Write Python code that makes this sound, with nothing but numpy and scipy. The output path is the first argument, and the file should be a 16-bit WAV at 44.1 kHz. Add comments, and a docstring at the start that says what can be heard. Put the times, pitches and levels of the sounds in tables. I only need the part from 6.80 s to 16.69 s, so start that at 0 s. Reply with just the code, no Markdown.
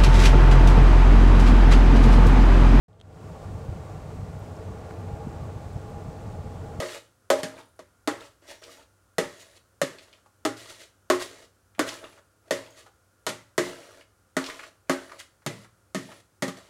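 """A small tiled kitchen, one microphone close to a plastic bowl held over a basin of batter.
A steel spoon scoops out whipped egg white. Each stroke starts with a knock that rings the bowl's
wall; then the spoon slides through the fizzing, squelching foam, rubbing and catching on the
plastic and now and then singing faintly. Behind it are room air and an appliance's faint hum."""
import sys
import numpy as np
from scipy import signal
from scipy.fft import rfft, irfft
from scipy.io import wavfile
from scipy.ndimage import uniform_filter1d

SR = 44100
rng = np.random.default_rng(int(sys.argv[2]) if len(sys.argv) > 2 else 0)


def store_pcm(level_fs):
    """Save levels as 16-bit WAV."""
    pcm = np.round(np.clip(level_fs, -1, 1) * 32767).astype(np.int16)
    wavfile.write(sys.argv[1], SR, np.atleast_2d(pcm).T)


N = 436149
TIME = np.arange(N) / SR


def from_db(db):
    """Decibels to gain."""
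    return 10 ** (np.asarray(db) / 20)


def unit_rms(x):
    """Scale to rms 1."""
    return x / np.sqrt(np.mean(x ** 2) + 1e-20)


def at_hz(points, hz):
    """Read a table on a log-frequency axis."""
    table_hz, value = np.transpose(points)
    return np.interp(np.log(np.maximum(hz, 1)), np.log(table_hz), value)


def bump(hz, centre_hz, octaves):
    """Bell curve of height 1 on a log-frequency axis."""
    return np.exp(-.5 * (np.log2(hz / centre_hz) / octaves) ** 2)


def decay(t, t60):
    """Envelope that falls 60 dB in t60 seconds."""
    return np.exp(-np.log(1000) * t / t60)


def add(track, start_s, sound):
    """Mix a sound into the track at a time."""
    start = max(round(start_s * SR), 0)
    track[start:start + len(sound)] += sound[:N - start]


def band(x, low_hz, high_hz, order=2):
    """Butterworth band-pass."""
    sos = signal.butter(order, [low_hz, min(high_hz, .45 * SR)], "band", fs=SR, output="sos")
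    return signal.sosfilt(sos, x)


def colour(x, spectrum):
    """Give a steady sound a spectrum; rms 1."""
    gain = from_db(at_hz(spectrum, np.fft.rfftfreq(len(x), 1 / SR)))
    return unit_rms(irfft(rfft(x) * gain, len(x)))


def flutter(length, depth_db, low_hz, high_hz):
    """A gain that wanders at random, at rates between low_hz and high_hz."""
    return from_db(depth_db * unit_rms(band(rng.standard_normal(length), low_hz, high_hz)))


def ring(x, modes):
    """Drive decaying modes, each given as (Hz, dB, t60 in seconds); rms 1."""
    out = 0
    for k, (hz, db, t60) in enumerate(modes):
        radius, angle = from_db(-60 / (t60 * SR)), 2 * np.pi * hz / SR
        mode = signal.lfilter([0, np.sin(angle)], [1, -2 * radius * np.cos(angle), radius ** 2], x)
        out = out + (-1) ** k * from_db(db) * mode
    return unit_rms(out)


# The still kitchen, all around the microphone. 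Each row: frequency in Hz, relative density in dB.
ROOM_AIR = [(30, -30.5), (55, 1.5), (100, 0.5), (160, -8), (350, -8.5), (550, -10), (900, -15.5),
            (1400, -9.5), (2000, -22), (3800, -25.5), (6000, -22), (10000, -22.5), (13000, -28.5),
            (16000, -30.5)]
# An appliance in the background. Each row: frequency in Hz, rms level in dB.
HUM_TONES = [(97, -72), (328, -88.5), (533, -82.5), (1410, -80)]

def room_tone(air_db=-66.0, waver=0.11):
    """Room air and an appliance's slightly wavering hum."""
    out = from_db(air_db) * colour(rng.standard_normal(N), ROOM_AIR)
    for hz, db in HUM_TONES:
        drift = np.interp(TIME, np.linspace(0, TIME[-1], num=60), rng.standard_normal(60))
        tone = np.sqrt(2) * np.sin(2 * np.pi * hz * TIME + drift)
        out += from_db(db) * (1 + waver * drift) * tone
    return out


# The bowl's thin wall under hard contact. Each row: frequency in Hz, relative density in dB.
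WALL_SPECTRUM = [(100, -4.5), (200, -1.5), (600, 11), (800, -6), (1150, 3.5), (1500, -2.5), (2000, 2.5),
                 (2500, -5), (4000, -7.5), (5200, -9), (7500, -10), (10000, -15.5), (12500, -23),
                 (16000, -32)]
# The steel spoon's own ring. Each row: frequency in Hz, relative level in dB, t60 in seconds.
SPOON_MODES = [(4000, 2, 0.13), (3720, -3.5, 0.22), (5590, 6, 0.033), (6220, 4.5, 0.14), (6484, 2, 0.04),
               (8700, 6, 0.078), (9900, 1.5, 0.065), (9900, 0, 0.28), (15000, -11, 0.057)]

def wall_and_spoon(count=110, spread_db=14.5, wall_t60=0.085):
    """Bright answer of the spoon and the wall's many uneven upper modes to one click; energy 1."""
    wall_hz = np.geomspace(900, 12000, count) * (1 + .008 * rng.standard_normal(count))
    wall_db = at_hz(WALL_SPECTRUM, wall_hz) + 10 * np.log10(wall_hz / wall_hz[0])
    wall_db += spread_db * rng.uniform(-1, 1, count)
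    ring_times = wall_t60 * rng.uniform(.8, 1.4, count)
    t = np.arange(SR * 3 // 5) / SR
    out = 0
    for hz, db, t60 in [*zip(wall_hz, wall_db, ring_times), *SPOON_MODES]:
        out = out + from_db(db) * np.sin(2 * np.pi * (hz * t + rng.random())) * decay(t, t60)
    return out / np.linalg.norm(out)


# Strokes through the foam, close to the microphone, each slowing as it goes.
# Each row: start in seconds, length in seconds, relative foam hiss in dB, relative rub in dB.
STROKE_EVENTS = [(0.0, .18, -39.5, -37.5), (0.515, 0.24, -53, -42.5), (1.312, .17, -56, -51.5),
                 (1.615, .14, -61.5, -56.5), (1.813, 0.22, -52, -49), (2.395, 0.38, -48.5, -49.5),
                 (3.04, 0.35, -55, -52), (3.763, .28, -45.5, -49.5), (4.314, .34, -44.5, -44.5),
                 (5.009, 0.385, -49, -44.5), (5.728, 0.36, -55.5, -50), (6.805, 0.415, -45.5, -41),
                 (7.594, 0.29, -44, -42.5), (8.1, 0.31, -49.5, -44.5), (8.683, 0.17, -53, -53),
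                 (9.176, 0.23, -50, -49.5), (9.733, .17, -56, -54)]
# The spoon bears down and tears off a lump.
# Each row: peak time in seconds, rise in seconds, relative foam hiss in dB, relative rub in dB.
PUSH_EVENTS = [(0.14, 0.044, -42, -55), (0.597, 0.021, -40.5, -36), (0.795, 0.034, -51.5, -42.5),
               (1.325, 0.029, -69, -35), (1.415, 0.016, -49.5, -40.5), (1.455, 0.034, -51, -54),
               (1.711, 0.034, -42.5, -43), (1.93, 0.038, -49, -56.5), (2.44, 0.018, -60, -36),
               (2.615, 0.023, -47, -58), (2.771, 0.015, -51.5, -62), (3.08, 0.02, -52.5, -68),
               (3.235, .015, -52, -72), (3.8, 0.02, -48, -56), (3.908, 0.02, -40.5, -44.5),
               (4.023, 0.031, -46, -48.5), (4.355, 0.022, -39.5, -34), (4.423, 0.022, -31.5, -34.5),
               (5.086, 0.019, -34, -34.5), (5.14, 0.04, -42, -41.5), (5.247, 0.017, -57.5, -38.5),
               (5.764, 0.06, -45, -37.5), (5.995, 0.029, -47.5, -54), (6.87, 0.048, -40.5, -40),
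               (7.62, 0.017, -54.5, -44), (7.695, 0.014, -42, -37), (8.121, 0.023, -34.5, -30.5),
               (8.402, .012, -37.5, -57), (8.715, 0.02, -65, -40.5), (9.31, 0.027, -56, -47.5),
               (9.783, 0.019, -49.5, -44)]

def spoon_pressure(edge_s=0.0083, fade_db_per_s=31.5, fall_over_rise=.85):
    """Gains of hiss and rub: every stroke sets in, fades and lifts off; pushes swell on top."""
    power = np.zeros((2, N))
    t = np.arange(SR) / SR
    for start, length, *levels in STROKE_EVENTS:
        attack = np.minimum(t / edge_s, 1)
        release = np.exp(-np.maximum(t - length, 0) / edge_s)
        stroke = attack * from_db(-fade_db_per_s * t) * release
        for track, db in zip(power, levels):
            add(track, start, (from_db(db) * stroke) ** 2)
    for peak, rise, *levels in PUSH_EVENTS:
        start = max(peak - .5, 0)
        past_peak = (start + t - peak) / rise
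        push = np.exp(-np.where(past_peak < 0, past_peak ** 2, past_peak / fall_over_rise))
        for track, db in zip(power, levels):
            add(track, start, (from_db(db) * push) ** 2)
    return np.sqrt(power)


def slips(per_s, spread_db):
    """Random tiny clicks of uneven size; rms 1."""
    sizes = from_db(spread_db * np.minimum(rng.exponential(1, N), 4)) * rng.choice([-1, 1], N)
    return unit_rms(sizes * (rng.random(N) < per_s / SR))


# Tearing egg white, heard close up. Each row: frequency in Hz, relative density in dB.
FOAM_SPECTRUM = [(900, -33.5), (1700, -2), (2500, -0.5), (3800, 2), (5000, -2), (7000, -1.5), (10000, -7.5),
                 (12500, -14.5), (16000, -23.5)]

def foam_hiss(stick_slip, bright_ring, ring_db=-7.5):
    """Foam tears in a fine fizz that also rings wall and spoon."""
    fizz = colour(slips(per_s=12000, spread_db=-2.0) * stick_slip, FOAM_SPECTRUM)
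    return fizz + from_db(ring_db) * unit_rms(signal.fftconvolve(fizz, bright_ring)[:N])


# Steel rubbing on plastic. Each row: frequency in Hz, relative density in dB.
RUB_SPECTRUM = [(100, -23), (200, -3.5), (450, 11.5), (640, 11), (800, -6.5), (1250, 0), (2000, -8),
                (2800, -17), (5000, -33.5)]
# The bowl and the air in it. Each row: frequency in Hz, relative level in dB, t60 in seconds.
BOWL_MODES = [(156, -12.5, 0.11), (184.8, 6, 0.096), (205, -6, 0.053), (266, 5.5, 0.46), (297.5, 3.5, 0.28),
              (321, -5, 0.25), (359.7, 4, 0.45), (406.6, -7.5, 0.33), (441, 9.5, 0.354), (452.5, 9.5, 0.19),
              (485.4, 0, 0.19), (510.6, -4, 0.36), (498, -3.5, .18), (556.6, 8, 0.32), (580, -0.5, 0.58),
              (629, 18, 0.11), (620, 6, 0.47), (720, -18.5, 0.28), (735, -17, 0.2), (808, 1, 0.42),
              (1027, -0.5, 0.05), (1050, -2, 0.053), (1192, -8, 0.12), (1262, 4.5, 0.2), (1261, -16, .17),
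              (1460, -2, 0.15), (1625, -2, 0.14), (1870, -9, 0.15)]

def plastic_rub(stick_slip, bowl_db=-3.5, t60_factor=0.62):
    """Small slips drive the bowl's modes, which the pressing spoon damps."""
    friction = slips(per_s=1100, spread_db=3.0) * stick_slip
    damped = [(hz, db, t60 * t60_factor) for hz, db, t60 in BOWL_MODES]
    return colour(friction, RUB_SPECTRUM) + from_db(bowl_db) * ring(friction, damped)


def squelch(pops_per_s=14, ring_cycles=39.0, pockets=12):
    """Air pockets in the foam open at random and ring briefly, each at its own pitch; rms 1."""
    out = 0
    for hz in np.geomspace(900, 4200, pockets):
        pops = np.maximum(1 - rng.random(N) * SR / pops_per_s, 1e-18)  # rare clicks, sizes 0 to 1
        out = out + ring(pops, [(hz, 0, ring_cycles / hz)]) / np.sqrt(hz)
    return unit_rms(out)


def scrape(bright_ring, hiss_db=-4.5, rub_db=-6.0, squelch_db=-10.0):
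    """The spoon grips and slides by turns, many times a second, through foam and over plastic."""
    hiss_gain, rub_gain = spoon_pressure()
    stick_slip = flutter(N, depth_db=1.84, low_hz=25, high_hz=180)
    foam = from_db(hiss_db) * foam_hiss(stick_slip, bright_ring)
    plastic = from_db(rub_db) * plastic_rub(stick_slip)
    sliding = hiss_gain * foam + rub_gain * (plastic + from_db(squelch_db) * squelch())
    # just before each knock, the spoon is off the wall
    lifted = np.any([(TIME > start - .02) & (TIME < start) for start, *_ in KNOCK_EVENTS], axis=0)
    return sliding * (1 - .8 * uniform_filter1d(lifted.astype(float), size=100))


def struck_bowl(t, low_hz, high_hz, grip, favour_db=8.0, spread_db=5.5, t60_factor=0.77):
    """Each bowl mode's frequency, and its ring after a blow that favours two resonances."""
    hz, db, t60 = np.transpose(BOWL_MODES)
    favoured = bump(hz, low_hz, octaves=.08) + .5 * bump(hz, high_hz, octaves=.15)
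    weak_db = 12.5 * np.clip(np.log2(low_hz / hz), 0, .5)  # little is driven below the low resonance
    strength = from_db(db + favour_db * favoured - weak_db + spread_db * rng.standard_normal(len(hz)))
    pitch = hz * (1 + 0.0057 * rng.standard_normal(len(hz)))  # the hand flexes the bowl
    phase = 2 * np.pi * pitch[:, None] * t + 0.93 * rng.standard_normal((len(hz), 1))
    return hz, strength[:, None] * np.sin(phase) * decay(t, t60_factor * grip * t60[:, None])


# The bowl's thud, hollow, body, clack and tick. Each row: low edge in Hz, high edge in Hz.
BOWL_REGISTERS = [(135, 210), (258, 420), (420, 750), (750, 2150), (2150, 15000)]
# The tiled room ringing on behind a knock. Each row: frequency in Hz, t60 in seconds.
KITCHEN_T60 = [(120, 0.45), (500, 0.38), (1000, .42), (2500, 0.34), (6000, 0.38), (14000, .3)]

def knock(levels_db, low_hz, high_hz, grip, bright_ring,
          snap_db=7.5, crack_db=-2.0, bright_db=24.5, modes_db=-10.5, room_db=-6.5):
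    """One blow: snap and crack, the wall's quick rattle, modes of bowl and spoon, the room's tail."""
    t = np.arange(len(bright_ring)) / SR
    mode_hz, modes = struck_bowl(t, low_hz, high_hz, grip)
    snap = from_db(snap_db) * band(rng.standard_normal(len(t)), 2600, 10000) * decay(t, .005)
    crack = from_db(crack_db) * decay(t, 0.0033)
    out = 0
    for (low, high), level_db in zip(BOWL_REGISTERS, levels_db):
        wall, room = (colour(rng.standard_normal(len(t)), WALL_SPECTRUM) for _ in range(2))
        # low down the bowl has few modes, so it rings clearly and rattles little
        rattle = from_db(np.interp(low, [400, 750], [-4.0, 0]))
        wall *= rattle * decay(t, grip * 0.21) + crack
        room_t60 = at_hz(KITCHEN_T60, np.sqrt(low * high))
        room *= rattle * from_db(room_db) * decay(t, room_t60) * (1 - decay(t, 0.022))
        clatter = wall + room + from_db(bright_db) * bright_ring + snap
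        high_resonance = from_db(2.5) * band(clatter, high_hz / 1.09, high_hz * 1.004, order=1)
        low_resonance = from_db(5.5) * band(clatter, low_hz / 1.05, low_hz * 1.05, order=1)
        register = band(clatter + high_resonance + low_resonance, low, high, order=4)
        register += from_db(modes_db) * modes[(mode_hz >= low) & (mode_hz < high)].sum(axis=0)
        # a light bowl radiates almost nothing below its modes
        register = band(register, 0.99 * low, SR, order=4)
        onset_rms = np.std(register[:round(.04 * SR)])
        out = out + from_db(level_db) * register / onset_rms
    return out


def room_boom(level_db, hz=113.4, t60=0.72, rise_s=.09):
    """A blow also wakes the kitchen's low standing wave."""
    t = np.arange(SR) / SR
    return from_db(level_db) * np.sin(2 * np.pi * hz * t) * decay(t, t60) * (1 - decay(t, rise_s))


# Knocks close to the microphone; where the blow lands sets its colour, the grip sets its ring.
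# Each row: start in seconds, then strength, thud, tick and room boom in dB, low and high
# resonance in Hz, grip as a factor on ring time.
KNOCK_EVENTS = [(0.002, -39.5, -72, -39.5, -59.5, 534, 2050, 0.91),
                (0.022, -39.5, -50.5, -59, -51, 462, 1990, 1),
                (0.5021, -25, -45, -29.5, -49.5, 594, 1030, 0.87),
                (0.6322, -38.5, -40, -37.5, -51, 218, 1710, 0.95),
                (0.992, -53.5, -66, -57.5, -75, 508, 990, 0.65),
                (1.275, -30, -58, -35, -49.5, 302, 1430, 0.62),
                (2.3832, -30, -34, -32, -51.5, 479, 2000, 0.85),
                (3.0157, -30.5, -37.5, -32.5, -66, 513, 1833, 0.5),
                (3.651, -29.5, -55.5, -33, -43, 311, 1450, 0.72),
                (4.3005, -24, -53, -30, -46.5, 372, 1092, 0.84),
                (4.983, -57.5, -46, -69, -68, 626, 1003, 0.52),
                (4.9931, -27.5, -55, -32, -46.5, 288, 1540, 0.61),
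                (5.7087, -32, -45.5, -32.5, -46.5, 515, 1900, 0.95),
                (6.466, -35.5, -49, -32.5, -49.5, 890, 1445, 0.85),
                (6.492, -49.5, -44.5, -38, -62, 618, 2040, 0.71),
                (6.7795, -27.5, -36, -30.5, -47, 344, 2030, 0.86),
                (7.5675, -29.5, -39, -35, -67.5, 273, 1510, 0.7),
                (8.096, -27.5, -35, -34, -60.5, 274, 1570, 0.74),
                (8.6633, -37.5, -34.5, -35.5, -41.5, 236, 2093, 0.49),
                (9.1468, -36.5, -32.5, -38, -49, 283, 1930, 0.98),
                (9.184, -62, -50, -54, -62, 186, 1283, 0.92),
                (9.623, -32.5, -34, -35, -45.5, 274, 1940, 0.89),
                (9.68, -43, -37, -44, -57.5, 188, 1250, .8)]

def knocks(bright_ring, lift_db=7.0, hollow_trim_db=-4):
    """The spoon lands on the bowl, lifting the middle registers nearest its low resonance."""
    out = np.zeros(N)
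    centres_hz = np.sqrt(np.prod(BOWL_REGISTERS[1:-1], axis=1))
    for start, strength_db, thud_db, tick_db, boom_db, low_hz, high_hz, grip in KNOCK_EVENTS:
        hollow_db, body_db, clack_db = strength_db + lift_db * bump(centres_hz, low_hz, octaves=0.37)
        levels_db = [thud_db, hollow_db + hollow_trim_db, body_db, clack_db, tick_db]
        add(out, start, knock(levels_db, low_hz, high_hz, grip, bright_ring))
        add(out, start, room_boom(boom_db))
    return out


# The spoon's edge catching on the wall. Each row: start in seconds, dry peak in dB, pitch in Hz.
CATCH_EVENTS = [(0.085, -33, 1783), (0.785, -43, 1000), (1.835, -33.5, 3660), (3.183, -36, 2670),
                (3.327, -40.5, 2780), (3.459, -47.5, 925), (4.948, -45, 1900), (5.087, -22, 3530),
                (5.24, -37.5, 1980), (5.269, -47, 1300), (5.374, -45.5, 1080), (5.861, -45, 2940),
                (6.062, -43.5, 980), (7.208, -40, 2000), (7.638, -25.5, 3000), (7.662, -27, 3540),
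                (7.698, -26, 1590), (7.792, -27.5, 1390), (7.831, -30.5, 1630), (8.293, -40, 1460),
                (8.316, -30.5, 1280), (8.397, -30, 1620), (8.618, -51.5, 1287), (8.845, -41, 1270),
                (9.315, -36.5, 1260)]

def edge_catches(t60=0.068, rise_s=0.011, band_ratio=1.59, broad_db=-18.0):
    """The edge sticks and lets go in the wet foam: a short, ragged, pitched tick."""
    out, t = np.zeros(N), np.arange(SR // 10) / SR
    for start, peak_db, hz in CATCH_EVENTS:
        ragged = flutter(len(t), depth_db=4.0, low_hz=53, high_hz=500)
        burst = rng.standard_normal(len(t)) * ragged * decay(t, t60) * (1 - decay(t, rise_s))
        pitched = band(burst, hz / band_ratio, hz * band_ratio)
        tick = pitched + from_db(broad_db) * band(burst, 400, 6500)
        add(out, start, from_db(peak_db) * tick / np.abs(tick).max())
    return out


# The sliding spoon sings, faint even this close.
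# Each row: start in seconds, end in seconds, pitch in Hz, level before the flicker in dB.
SING_EVENTS = [(0.69, 1.02, 9700, -79), (1.616, 2.016, 5650, -68), (1.88, 2.026, 6700, -73),
               (2.526, 2.803, 10000, -78), (2.563, 2.656, 6800, -63), (5.099, 5.38, 10100, -70),
               (5.83, 5.99, 6660, -70), (6.836, 7.24, 10300, -77), (6.962, 7.175, 5660, -70),
               (8.14, 8.423, 10400, -73), (8.697, 8.89, 10400, -76), (9.175, 9.423, 10450, -71)]

def spoon_singing(t60=.014, top_hz=14530.0, top_db=-11.5):
    """Friction keeps one mode of the spoon, and a very high one, ringing unevenly for a moment."""
    out = np.zeros(N)
    for start, end, hz, db in SING_EVENTS:
        length = round((end - start) * SR)
        friction = rng.standard_normal(N)[:length]
        tone = ring(friction, [(hz, 0, t60), (top_hz, top_db, t60)])
        add(out, start, from_db(db) * signal.windows.tukey(length) * tone)
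    return out * flutter(N, depth_db=3.5, low_hz=22, high_hz=47)


def kitchen_reverb(x, wet_db=-6.0, t60=0.31):
    """Tiles and counter add a short diffuse tail to the small sounds."""
    t = np.arange(SR // 2) / SR
    tail = rng.standard_normal(len(t)) * decay(t, t60) * (1 - decay(t, 0.015))
    return x + from_db(wet_db) * signal.fftconvolve(x, tail / np.linalg.norm(tail))[:N]


def scene():
    """Knocks, scooping and the room, at one microphone."""
    bright_ring = wall_and_spoon()
    blows = knocks(bright_ring)
    scooping = scrape(bright_ring) + spoon_singing() + edge_catches()
    return (blows + kitchen_reverb(scooping) + room_tone())[None]


def record(dry):
    """The microphone's signal is cut steeply above 16 kHz."""
    return signal.sosfilt(signal.ellip(10, .1, 80, 16000, fs=SR, output="sos"), dry)


dry = scene()
out = record(dry)
store_pcm(out)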